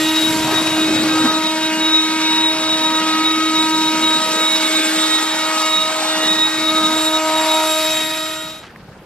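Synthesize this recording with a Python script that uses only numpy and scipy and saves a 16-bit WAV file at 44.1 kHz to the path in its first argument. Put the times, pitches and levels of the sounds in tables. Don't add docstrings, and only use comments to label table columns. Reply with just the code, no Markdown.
import sys
import numpy as np
from scipy import signal
from scipy.fft import next_fast_len
from scipy.io import wavfile

SR = 44100
rng = np.random.default_rng(int(sys.argv[2]) if len(sys.argv) > 2 else 0)


def dump_mix(stems):
    frames = np.atleast_2d(stems).T
    limited = np.clip(frames, -1, 1)
    pcm = np.round(limited * 32767).astype(np.int16)
    wavfile.write(sys.argv[1], SR, pcm)


N = 399103

# hz, relative_density_db
YARD_COLOUR = [(25, -20), (55, 0), (110, -9), (170, 7), (230, -1), (700, -5), (1300, -6.5), (1900, -17),
               (2900, -18.5), (7500, -35), (10500, -33), (14000, -39)]
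# start_s, thud_db, crackle_db (before band-pass and a gain of 2)
STEPS = [(8.70, -33, -42), (8.7605, -40, -25), (8.835, -31, -37), (8.89, -30, -42), (8.914, -35, -44),
         (8.99, -44, -36)]
# start_s, length_s, level_db
SCUFF = (8.5, 0.24, -40.5)
# start_s, level_db (before band-pass), decay_s
TWIG = (8.774, -45, .0012)
# start_s, length_s, pitch_hz, peak_level_db
WHISTLE = (8.14, .37, 1422, -41)

# time_s, level_db
DRAUGHT = [(0, -38), (.4, -36), (1.1, -44), (3.2, -47), (4, -51), (4.6, -56), (5.6, -51.5), (6.4, -43.5),
           (7.3, -45), (7.8, -44), (8.2, -41)]
# time_s, grains_per_s
GRIT = [(0, 250), (.9, 260), (1.5, 14.46), (6.7, 15), (6.95, 700), (7.12, 540), (7.3, 80), (8.6, 80)]
# start_s, level_db (shared among the ring pitches)
BRIGHT_TICKS = [(.435, -16), (2.195, -20), (6.926, -11)]
# start_s, length_s, pitch_hz, peak_level_db
HOLLOWS = [(.44, 0.14, 780, -31), (1.9, 0.66, 2220, -33.5), (2.0, 0.59, 2530, -34), (4.235, 0.26, 496, -34),
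           (4.7, 0.2, 2410, -30), (5.38, 0.53, 1140, -36), (5.95, 0.35, 810, -37), (5.976, 0.3, 1290, -34),
           (7.22, 0.59, 750, -32), (7.52, 0.19, 1340, -31)]
# pitch_hz, width_hz, level_db
TUBE = [(424, 48, -47), (870, 34, -45.5), (1420, 67, -43), (2220, 69, -38.5), (2495, 49, -38),
        (3750, 33, -48.5), (3770, 50, -91)]

AIR_CENTRES_HZ = (280, 900, 3000, 9500)
# hz, density_db_per_hz
AIR_COLOUR = [(120, -65), (200, -55), (350, -58), (550, -62.2), (820, -60), (1100, -60.6), (1800, -61.2),
              (3000, -61.7), (5000, -62.9), (8500, -68.7), (10700, -67), (13400, -67)]
# hz, likeness_0_to_1
LIKENESS = [(100, .997), (700, .975), (1500, .83), (3000, .7), (6000, .68), (9000, .82), (14000, .88)]
# time_s, relative_level_db
BUFFET = [(0.02, -1.0), (0.12, -11), (0.32, 2.5), (0.48, 4), (0.56, 0.5), (0.86, 2.5), (0.94, 6),
          (1.26, 2.5), (1.52, -6), (1.82, -2.5), (1.98, -12), (2.1, -3), (2.52, -6), (3.26, -2),
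          (3.32, -5.5), (3.54, -0.5), (3.7, -3), (3.94, 1), (4.14, -2), (4.38, -2), (4.5, -6.5), (4.78, -2),
          (5.1, -7.5), (6.08, -9), (6.34, -4), (6.56, -10), (6.84, -1.5), (7.06, -12), (7.78, -11.5),
          (8.34, -7.5)]
# time_s, relative_level_db
ROAR = [(0, -1.5), (.36, -2), (.54, 5), (.84, 1.5), (1.1, 4.5), (1.18, 0.5), (1.26, 7), (1.4, -2),
        (2.02, -3), (3.24, 0.5), (3.76, -5), (4.0, 1), (4.2, -4), (4.38, -0.5), (5.18, 1.5), (5.56, 3),
        (5.74, -1.5), (6.1, 4.5), (6.48, 0), (7.16, 0.5), (7.4, 3.5), (7.62, -0.3), (7.7, -6), (8.34, -2.5)]
# time_s, rush_db, hiss_db (both relative)
JET = [(0.0, 1.4, -1.0), (0.72, 0.0, -1.1), (1.25, 0.8, -0.8), (1.38, -1.8, -1.5), (1.8, 0.2, -1.5),
       (3.32, 0, -1.5), (4.3, 0.4, 1.3), (4.85, 2, 3.8), (5.35, -0.9, 0.3), (5.62, 1.8, 2.9),
       (5.86, -1.7, -0.8), (6.2, 0.3, 2), (6.58, -2.6, -3.3), (6.86, -0.4, -1.4), (7.04, -1.5, 3.6),
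       (7.18, -2, -2), (7.3, 0.7, -3.5), (7.62, 0.8, 1.4), (8.4, 2.8, 0.4)]
# time_s, left_lead_us (nominal; ports() shrinks it in the bass)
LEAD = [(0, 20), (.3, 26), (1, 43.3), (2.4, 60.6), (4, 49.3), (5.5, 49.2), (6.2, 52.7), (6.7, 35),
        (7, 39.4), (7.9, 22), (8.6, 15)]

# time_s, turns_per_s
SPEED = [(0.0, 315.6), (0.14, 316.8), (0.32, 317.0), (0.38, 316.3), (0.7, 316.1), (2.04, 316.6),
         (2.16, 316.9), (2.58, 316.4), (3.38, 317.1), (4.22, 316.7), (4.52, 317.2), (4.76, 315.9),
         (5.52, 316.3), (5.62, 315.5), (5.74, 315.8), (7.25, 315.3), (7.42, 315.8), (7.68, 314.9),
         (8.02, 315.6), (8.54, 315.8)]
# time_s, level_db (before pan)
WHINE = [(0.02, -33), (0.1, -20.5), (0.13, -38), (0.18, -15.5), (0.21, -23.5), (0.26, -17), (0.32, -29),
         (0.39, -40), (0.44, -28), (0.47, -43), (0.5, -26), (0.54, -32), (0.58, -15.5), (0.62, -36),
         (0.67, -23.5), (0.7, -28), (0.72, -22), (0.78, -31), (0.82, -21.5), (0.89, -23), (0.91, -33),
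         (0.99, -21), (1.06, -37), (1.14, -25.5), (1.17, -42), (1.21, -20), (1.25, -28), (1.3, -18.5),
         (1.33, -39), (1.35, -20), (1.4, -44), (1.47, -20.5), (1.56, -39), (1.58, -27), (1.6, -38),
         (1.64, -19), (1.72, -43), (1.77, -41), (1.79, -27), (1.85, -17.5), (1.91, -19), (1.96, -11),
         (2.02, -17), (2.06, -25.5), (2.21, -31), (2.26, -20), (2.37, -19), (2.43, -15.5), (2.48, -16),
         (2.55, -26), (2.6, -35), (2.66, -20.5), (2.68, -20.5), (2.73, -16.5), (2.78, -27), (2.85, -18),
         (2.91, -30), (2.97, -20), (3.02, -50), (3.12, -21.5), (3.17, -28), (3.21, -27), (3.23, -29),
         (3.26, -16.5), (3.37, -29), (3.48, -22), (3.53, -37), (3.56, -18.5), (3.6, -17), (3.7, -34),
         (3.74, -20.5), (3.78, -21), (3.82, -24), (3.88, -19), (3.91, -24.5), (4.01, -32), (4.04, -15.5),
         (4.12, -19.5), (4.16, -16), (4.2, -35), (4.23, -23), (4.31, -30), (4.4, -19.5), (4.56, -18),
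         (4.58, -24), (4.66, -20), (4.7, -33), (4.77, -17), (4.84, -33), (4.88, -25), (4.93, -47),
         (5.04, -19), (5.09, -26), (5.14, -15.5), (5.22, -34), (5.31, -22.5), (5.36, -35), (5.47, -26),
         (5.49, -45), (5.56, -41), (5.57, -29), (5.68, -24.5), (5.75, -16), (5.94, -34), (6.04, -29),
         (6.1, -21), (6.13, -25), (6.18, -35), (6.22, -23), (6.32, -15.5), (6.36, -25), (6.43, -14.5),
         (6.51, -26), (6.54, -26), (6.65, -22.5), (6.69, -16.5), (6.73, -35), (6.77, -17), (6.82, -31),
         (6.85, -16.5), (6.9, -28), (6.97, -18.5), (7.03, -23), (7.07, -18), (7.11, -28), (7.15, -15),
         (7.2, -41), (7.28, -38), (7.32, -37), (7.36, -20), (7.42, -28), (7.47, -42), (7.52, -17.5),
         (7.6, -27), (7.73, -22), (7.91, -23.5), (7.97, -20.5), (8.34, -22), (8.6, -19.5)]
# time_s, left_minus_right_db
WHINE_PAN = [(0, 2), (.7, 3.5), (1.35, 2.5), (1.5, 0), (4.4, 0), (4.55, -4.8), (5.9, -4.6), (6.05, -2.3),
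             (6.45, -2.3), (6.6, 0)]
# time_s, left_lead_us
WHINE_LEAD = [(0, 10), (.25, 30), (1.4, 68), (1.9, 59), (4.3, 65), (5.4, 52), (5.9, 33), (6.0, 100),
              (6.16, 160), (6.23, 54), (7.1, 50), (7.55, 25), (8.0, 8.9), (8.3, 56)]
# time_s, level_db
OCTAVE = [(0.02, -34.5), (0.6, -34.5), (0.88, -38), (0.98, -29), (1.2, -33.5), (1.6, -36), (1.8, -33),
          (2.0, -37), (2.3, -32.5), (2.9, -39), (3.2, -33), (3.37, -38), (3.51, -30), (3.85, -33),
          (4.25, -28.5), (4.45, -32), (4.7, -27.5), (5.07, -27), (5.23, -32), (6.3, -32), (6.85, -36),
          (7.04, -25.5), (7.15, -31), (7.7, -28.5), (8.0, -31), (8.5, -30)]
# multiple, db_above_octave, scattered_amplitude_share, fades_per_s
OVERTONES = [(2, 0, 0.55, 26), (3, -10, 0.9, 24)]
# rotor_order, relative_level_db
BUZZ = [(13, -43.5), (14, -46.5), (17, -49.5), (18, -49.5), (23, -54), (25, -51), (26, -56)]
# time_s, level_db
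HUM_1 = [(0.02, -19.0), (0.52, -23), (0.76, -21), (0.8, -18.0), (1.24, -17.5), (1.3, -25), (1.38, -22),
         (1.5, -24.5), (1.82, -22.0), (2.42, -22.5), (2.58, -26.0), (3.3, -21.5), (3.52, -20.5),
         (4.02, -22.5), (4.26, -32), (4.44, -26.0), (4.5, -29.5), (4.94, -23.0), (5.32, -28.5),
         (5.66, -29.5), (5.84, -36.0), (6.3, -26), (6.48, -27.5), (6.88, -22.0), (7.26, -26.5), (7.34, -25),
         (7.78, -29.5), (8.34, -28)]
# time_s, level_db
HUM_2 = [(0.02, -34), (0.5, -31.5), (0.72, -35), (1.06, -33.0), (1.22, -61), (1.32, -31), (1.82, -31.5),
         (2.08, -59), (2.24, -38), (2.32, -64), (2.56, -30), (3.08, -32), (3.16, -49), (3.5, -36),
         (3.88, -42), (3.96, -35), (4.34, -29.5), (4.5, -36), (4.54, -31.5), (4.98, -31.5), (5.22, -44),
         (5.4, -31.5), (6.22, -28), (6.46, -45), (6.7, -29), (6.96, -28.5), (7.3, -23.0), (7.98, -24),
         (8.02, -29), (8.34, -26)]
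HUM_3 = [(0.02, -43), (0.1, -28.5), (0.22, -38), (0.38, -25), (0.56, -30), (0.62, -40.0), (0.74, -29.5),
         (0.86, -53), (1.12, -42), (1.2, -28.5), (1.6, -27.5), (1.98, -32), (2.36, -25), (2.64, -32),
         (2.88, -25.5), (3.26, -30.5), (3.44, -61), (3.66, -23.5), (4.24, -26.5), (4.84, -53),
         (5.52, -29.5), (5.96, -33.5), (6.18, -34), (6.42, -33), (6.56, -54), (6.6, -36), (7.08, -28.5),
         (7.52, -20.5), (7.76, -29), (8.34, -33.5)]
HUM_4 = [(0.02, -33), (0.42, -51), (0.54, -27), (0.7, -40), (0.82, -32), (1.05, -52), (1.11, -28),
         (1.18, -24.5), (1.24, -42), (1.29, -22), (1.38, -26.5), (1.54, -33), (1.74, -38), (2.0, -28.5),
         (2.48, -37.5), (2.66, -29), (2.8, -33), (3.02, -23.5), (3.62, -23), (3.78, -28), (4.44, -25.5),
         (4.54, -42.0), (4.64, -28), (4.9, -37), (5.1, -25), (5.36, -32.5), (5.62, -22), (6.06, -30.5),
         (6.6, -30.5), (6.78, -20.5), (7.0, -28.5), (7.2, -24.5), (7.48, -29.5), (7.64, -25.5), (7.92, -32),
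         (8.34, -26)]
HUM_5 = [(0.02, -44), (0.76, -32), (1.02, -48), (1.16, -31), (1.32, -30), (1.44, -52.0), (1.64, -32),
         (3.52, -40), (3.64, -35), (3.9, -35), (4.14, -31.5), (4.26, -51), (4.38, -32.5), (4.52, -39),
         (4.86, -29), (5.08, -58), (5.28, -37), (5.7, -53), (6.14, -36), (6.32, -48), (6.5, -34),
         (6.64, -41), (6.76, -32.5), (7.52, -57.5), (7.68, -37), (8.34, -40)]
HUM_6 = [(0.02, -29.5), (0.32, -50), (0.56, -30.5), (0.66, -35), (2.1, -39.5), (2.36, -33), (2.56, -49.0),
         (3.04, -32.5), (3.54, -35), (4.02, -48), (4.26, -31.5), (4.64, -50), (5.16, -28.5), (5.66, -39),
         (6.06, -41), (6.2, -28.5), (6.58, -31.5), (6.74, -44.5), (6.98, -37), (7.26, -55.0), (7.38, -37),
         (7.76, -38), (8.02, -30), (8.34, -33)]
HUM_7 = [(0.02, -56.0), (0.2, -36.5), (0.64, -44.5), (0.76, -36), (1.38, -43), (2.3, -29), (2.92, -46),
         (3.44, -30.0), (3.8, -40), (4.04, -28.5), (4.24, -54), (4.58, -25.5), (4.94, -34.5), (5.76, -31.5),
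         (6.1, -51), (6.46, -58), (6.74, -29.5), (6.92, -48), (7.26, -33.0), (7.48, -40), (7.66, -36),
         (8.34, -38)]
HUM_8 = [(0.02, -35), (0.7, -40), (1.04, -34.5), (1.42, -46.5), (1.72, -32.0), (1.86, -49.5), (2.44, -36.5),
         (2.84, -44), (3.44, -38), (4.62, -56), (4.72, -48), (7.36, -58), (7.72, -33.5), (8.34, -33.5)]
HUM_9 = [(0.02, -30), (0.28, -34), (0.56, -37), (0.8, -34), (0.94, -43), (1.1, -36.5), (1.38, -44),
         (1.6, -37), (1.78, -29.5), (2.02, -51), (2.3, -34), (2.86, -41), (3.08, -31), (3.42, -36),
         (3.9, -38), (4.03, -31), (4.12, -36), (4.72, -34), (5.28, -48), (5.66, -29.5), (6.0, -57.0),
         (6.2, -27), (6.34, -45), (7.5, -35), (7.74, -52), (8.34, -38)]
HUM_10 = [(0.02, -39), (1.6, -40), (2.2, -61), (3.46, -35), (3.64, -53.5), (4.0, -35), (4.54, -48),
          (4.68, -32), (4.8, -41.5), (5.26, -36), (6.5, -49), (6.62, -41.5), (7.12, -60.5), (8.34, -33)]
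HUM_11 = [(0.02, -35), (0.68, -40), (0.78, -31), (0.9, -45), (2.58, -38), (2.96, -35), (4.02, -56),
          (4.16, -43), (4.62, -34), (4.84, -30.5), (5.74, -50), (6.28, -33), (6.5, -53), (6.9, -36),
          (7.2, -39), (7.64, -39), (7.76, -58.0), (8.34, -35)]

YARD_LEVEL_DB = -40.5
FADE_START_S, FADE_END_S = 7.8, 8.68
DRAUGHT_DB_PER_BUFFET_DB = 0.66
HOLLOW_WIDTH_HZ = 186
EDDIES_DB, GUST_DB, SPUTTER_DB = 1.5, 1.8, 1.2
HISS_SPARED_SHARE = .2
HISS_TOP_HZ, CUTOFF_HZ = 12900, 15150
BLADES = 12


def from_db(db):
    return 10 ** (np.asarray(db) / 20)


def rms_one(x):
    return x / np.sqrt(np.mean(np.abs(x) ** 2) + 1e-20)


def in_time(rows):
    time_s, *columns = np.transpose(rows)
    return [np.interp(np.arange(N) / SR, time_s, column) for column in columns]


def swells(rows):
    time_s, level_db = np.transpose(rows)
    return np.interp(np.arange(N) / SR, time_s, from_db(level_db))


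def arch(start_s, length_s):
    return np.sin(np.pi * np.clip((np.arange(N) / SR - start_s) / length_s, 0, 1))


def at_hz(points, hz):
    f, value = np.transpose(points)
    return np.interp(np.log(hz), np.log(f), value)


def drift(rate_hz):
    pole = np.exp(-80 * np.pi * rate_hz / SR)
    noise = rng.standard_normal(N // 40 + 2002)
    slow = signal.lfilter([1], [1, -2 * pole, pole * pole], noise)[2000:]
    return np.interp(np.arange(N) / 40, np.arange(len(slow)), rms_one(slow))


def band(x, low_hz, high_hz):
    edges_hz = [low_hz, min(high_hz, .45 * SR)]
    return signal.sosfilt(signal.butter(2, edges_hz, "band", fs=SR, output="sos"), x)


def ring(clicks, hz, t60_s):
    pole, w = from_db(-60 / (t60_s * SR)), 2 * np.pi * hz / SR
    return signal.lfilter([0, np.sin(w)], [1, -2 * pole * np.cos(w), pole * pole], clicks + 1e-18)


def analytic_noise():
    return signal.hilbert(rng.standard_normal(next_fast_len(N)))[:N] * np.sqrt(SR / 2)


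def ports(z, hz, lead_us, bass_hz=260):
    apart = hz / np.hypot(hz, bass_hz)
    half_rad = np.minimum(np.pi * hz * apart * lead_us / 1e6, np.pi / 2).astype(np.float32)
    mid, side = z.real * np.cos(half_rad), z.imag * np.sin(half_rad)
    return np.array([mid - side, mid + side])


def yard(rustle_db=2.5, full_width_hz=4000):
    edges_hz, out = np.geomspace(25, 15000, 13), 0
    for low_hz, high_hz in zip(edges_hz, edges_hz[1:]):
        hz = np.sqrt(low_hz * high_hz)
        mid, side = band(rng.standard_normal((2, N)), low_hz, high_hz)
        width = np.clip(hz / full_width_hz, .1, 1)
        gain = from_db(at_hz(YARD_COLOUR, hz) + rustle_db * drift(24))
        out = out + gain * (mid + width * side * [[1], [-1]])
    return from_db(YARD_LEVEL_DB) * rms_one(out)


def drone(hz=95, level_db=-54, waver_db=3):
    phase = 2 * np.pi * hz * np.arange(N) / SR + drift(5.1)
    return np.sqrt(2) * from_db(level_db + waver_db * drift(1.3)) * np.sin(phase)


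def steps(thud_hz=130, thud_t60_s=0.031, crackle_decay_s=0.002, crunch_top_hz=2000):
    t, pushes, crunch = np.arange(N) / SR, np.zeros(N), np.zeros(N)
    for start_s, thud_db, crackle_db in STEPS:
        at = min(int(start_s * SR), N - 1)
        pushes[at] = -from_db(thud_db)
        crunch[at:] += from_db(crackle_db) * np.exp(-t[:N - at] / crackle_decay_s)
    leaves = 2 * band(crunch * rng.standard_normal(N), 600, crunch_top_hz)
    return ring(pushes, thud_hz, thud_t60_s) + leaves


def scuff(low_hz=300, high_hz=3200, crackle_db=3.0, side_db=-10):
    start_s, length_s, level_db = SCUFF
    noise = rng.standard_normal(N) + from_db(side_db) * rng.standard_normal((2, N))
    leaves = band(noise, low_hz, high_hz) * from_db(crackle_db * drift(120))
    return from_db(level_db) * arch(start_s, length_s) * rms_one(leaves)


def twig():
    start_s, level_db, decay_s = TWIG
    since_s = np.arange(N) / SR - start_s
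    burst = (since_s >= 0) * np.exp(-np.abs(since_s) / decay_s) * rng.standard_normal((2, N))
    return from_db(level_db) * band(burst, 2500, 14000)


def whistle():
    start_s, length_s, hz, level_db = WHISTLE
    envelope = np.sqrt(2 * arch(start_s, length_s)) * from_db(level_db)
    return envelope * np.sin(2 * np.pi * hz * np.arange(N) / SR)


def draught(low_hz=100, high_hz=170, lump_db=2.5, sub_db=-20, apart_db=-20):
    eddies = rng.standard_normal(N) + from_db(apart_db) * rng.standard_normal((2, N))
    rumble = rms_one(band(eddies, low_hz, high_hz))
    rumble = rumble + from_db(sub_db) * rms_one(band(eddies, 25, 55))
    gusts_db = DRAUGHT_DB_PER_BUFFET_DB * in_time(BUFFET)[0] + lump_db * drift(5)
    return from_db(in_time(DRAUGHT)[0] + gusts_db) * rumble


def grit(grain_db=-40, size_db=3, ring_t60_s=.003):
    born = rng.random(N) < in_time(GRIT)[0] / SR
    size = np.minimum(rng.exponential(1, N), 4)
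    grains = born * from_db(grain_db + size_db * size) * rng.choice([-1, 1], N)
    pitches_hz = np.geomspace(5000, 11500, num=10)
    dealt, out = rng.integers(0, len(pitches_hz), N), np.zeros((2, N))
    for k, hz in enumerate(pitches_hz):
        clicks = grains * (dealt == k)
        for start_s, level_db in BRIGHT_TICKS:
            clicks[int(start_s * SR) + rng.integers(20)] += from_db(level_db) / np.sqrt(len(pitches_hz))
        tick = ring(clicks, hz, ring_t60_s)
        out += [tick, np.roll(tick, 2)]
    return out


def hollows(lead_us):
    eddies, out = analytic_noise(), np.zeros((2, N))
    for start_s, length_s, hz, level_db in HOLLOWS:
        count, first = int(length_s * SR), int(start_s * SR)
        at = slice(first, first + count)
        howl = rms_one(band(eddies[at], hz - HOLLOW_WIDTH_HZ / 2, hz + HOLLOW_WIDTH_HZ / 2))
        envelope = np.sqrt(2 * np.hanning(count)) * from_db(level_db)
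        out[:, at] += envelope * ports(howl, hz, lead_us[at])
    return out


def tube(lead_us, waver_db=2.0):
    eddies, out = analytic_noise(), 0
    for hz, width_hz, level_db in TUBE:
        b, a = signal.iirpeak(hz, hz / width_hz, fs=SR)
        tone = np.sqrt(2) * rms_one(signal.lfilter(b, a, eddies))
        out = out + from_db(level_db + waver_db * drift(4.3)) * ports(tone, hz, lead_us)
    return out


def air(lead_us, air_db=0.13, low_cut_hz=152, sputter_rate_hz=60):
    edges_hz = np.geomspace(110, 15000, 23)
    direct = [analytic_noise(), analytic_noise()]
    diffuse = rng.standard_normal((2, 2, N)) * np.sqrt(SR / 2)
    treble_spread = np.interp(lead_us, [24, 48, 58], [2, .35, .08])
    sputter_db = SPUTTER_DB * drift(sputter_rate_hz)
    levels_db, out = np.array(in_time(BUFFET) + in_time(ROAR) + in_time(JET)), 0
    for k, (low_hz, high_hz) in enumerate(zip(edges_hz, edges_hz[1:])):
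        hz = np.sqrt(low_hz * high_hz)
        shares = np.array([np.interp(np.log(hz), np.log(AIR_CENTRES_HZ), one)
                           for one in np.eye(len(AIR_CENTRES_HZ))])
        eddies_db = (EDDIES_DB + GUST_DB * shares[0]) * drift(16)
        unsteady_db = (eddies_db + sputter_db) * (1 - HISS_SPARED_SHARE * shares[-1])
        gain = from_db(air_db + at_hz(AIR_COLOUR, hz) + shares @ levels_db + unsteady_db)
        alike = np.clip(1 - (1 - at_hz(LIKENESS, hz)) * treble_spread ** shares[-1], 0, 1)
        jet = ports(band(direct[k % 2], low_hz, high_hz), hz, lead_us)
        scattered = band(diffuse[k % 2], low_hz, high_hz)
        out = out + gain * (np.sqrt(alike) * jet + np.sqrt(1 - alike) * scattered)
    out = signal.sosfilt(signal.butter(4, HISS_TOP_HZ, fs=SR, output="sos"), out)
    return signal.sosfilt(signal.butter(6, low_cut_hz, "high", fs=SR, output="sos"), out)


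def off_slates(x, share=.3, delay_s=.0032, sway_s=.0004, sway_rate_hz=.5):
    n = np.arange(N)
    earlier = n - (delay_s + sway_s * drift(sway_rate_hz)) * SR
    echo = np.array([np.interp(earlier, n, side) for side in x])
    return (x + share * echo) / np.hypot(1, share)


def fan(lead_us, buzz_db=2.5, jitter_turns_per_s=0.23, hum_flutter=0.044, whine_flutter=0.17,
        buzz_flutter=0.3, buzz_rate_hz=0.51, wander_rad=0.69, whine_swing_us=10,
        echo_db=-35, echo_flutter=1.3):
    turns_hz = in_time(SPEED)[0]
    angle_rad = 2 * np.pi * np.cumsum(turns_hz + jitter_turns_per_s * drift(20.5)) / SR

    def tone(order, gain, flutter, rate_hz, lead):
        scattered = flutter * (drift(rate_hz) + 1j * drift(rate_hz))
        paths = (1 + scattered) / np.sqrt(1 + 2 * flutter ** 2)
        phase = order * angle_rad + rng.uniform(0, 2 * np.pi) + wander_rad * drift(1.0)
        wave = np.sqrt(2) * gain * paths * np.exp(1j * phase)
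        return ports(wave, order * turns_hz.mean(), lead)

    whine_lead_us = in_time(WHINE_LEAD)[0] + whine_swing_us * drift(5.9)
    out = tone(BLADES, swells(WHINE), whine_flutter, 53, whine_lead_us)
    out *= from_db(in_time(WHINE_PAN)[0] * np.array([[.5], [-.5]]))
    for port in range(2):
        out[port] += tone(BLADES, from_db(echo_db), echo_flutter, 12.5, 0)[port]
    for multiple, above_db, flutter, rate_hz in OVERTONES:
        gain = from_db(in_time(OCTAVE)[0] + above_db)
        out += tone(BLADES * round(multiple), gain, flutter, rate_hz, lead_us)
    hum = [HUM_1, HUM_2, HUM_3, HUM_4, HUM_5, HUM_6, HUM_7, HUM_8, HUM_9, HUM_10, HUM_11]
    for k, curve in enumerate(hum, 1):
        out += tone(k, swells(curve), hum_flutter * k, 12.0, lead_us)
    orders, levels_db = np.transpose(BUZZ)
    for k in range(BLADES + 1, round(orders[-1]) + 1):
        gain = from_db(np.interp(k, orders, levels_db) + buzz_db)
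        out += tone(k, gain, buzz_flutter, buzz_rate_hz * k, lead_us)
    return out


def scene():
    lead_us = in_time(LEAD)[0]
    quiet = yard() + drone() + steps() + scuff() + twig()
    roof = draught() + grit() + hollows(lead_us) + tube(lead_us)
    roof = roof + off_slates(air(lead_us)) + fan(lead_us)
    fade = np.clip((FADE_END_S - np.arange(N) / SR) / (FADE_END_S - FADE_START_S), 0, 1)
    fade *= np.tanh(fade / 0.1)
    return fade * roof + (1 - fade) * quiet + whistle()


def record(dry):
    return signal.sosfilt(signal.ellip(10, .1, 90, CUTOFF_HZ, fs=SR, output="sos"), dry)


dry = scene()
out = record(dry)
dump_mix(out)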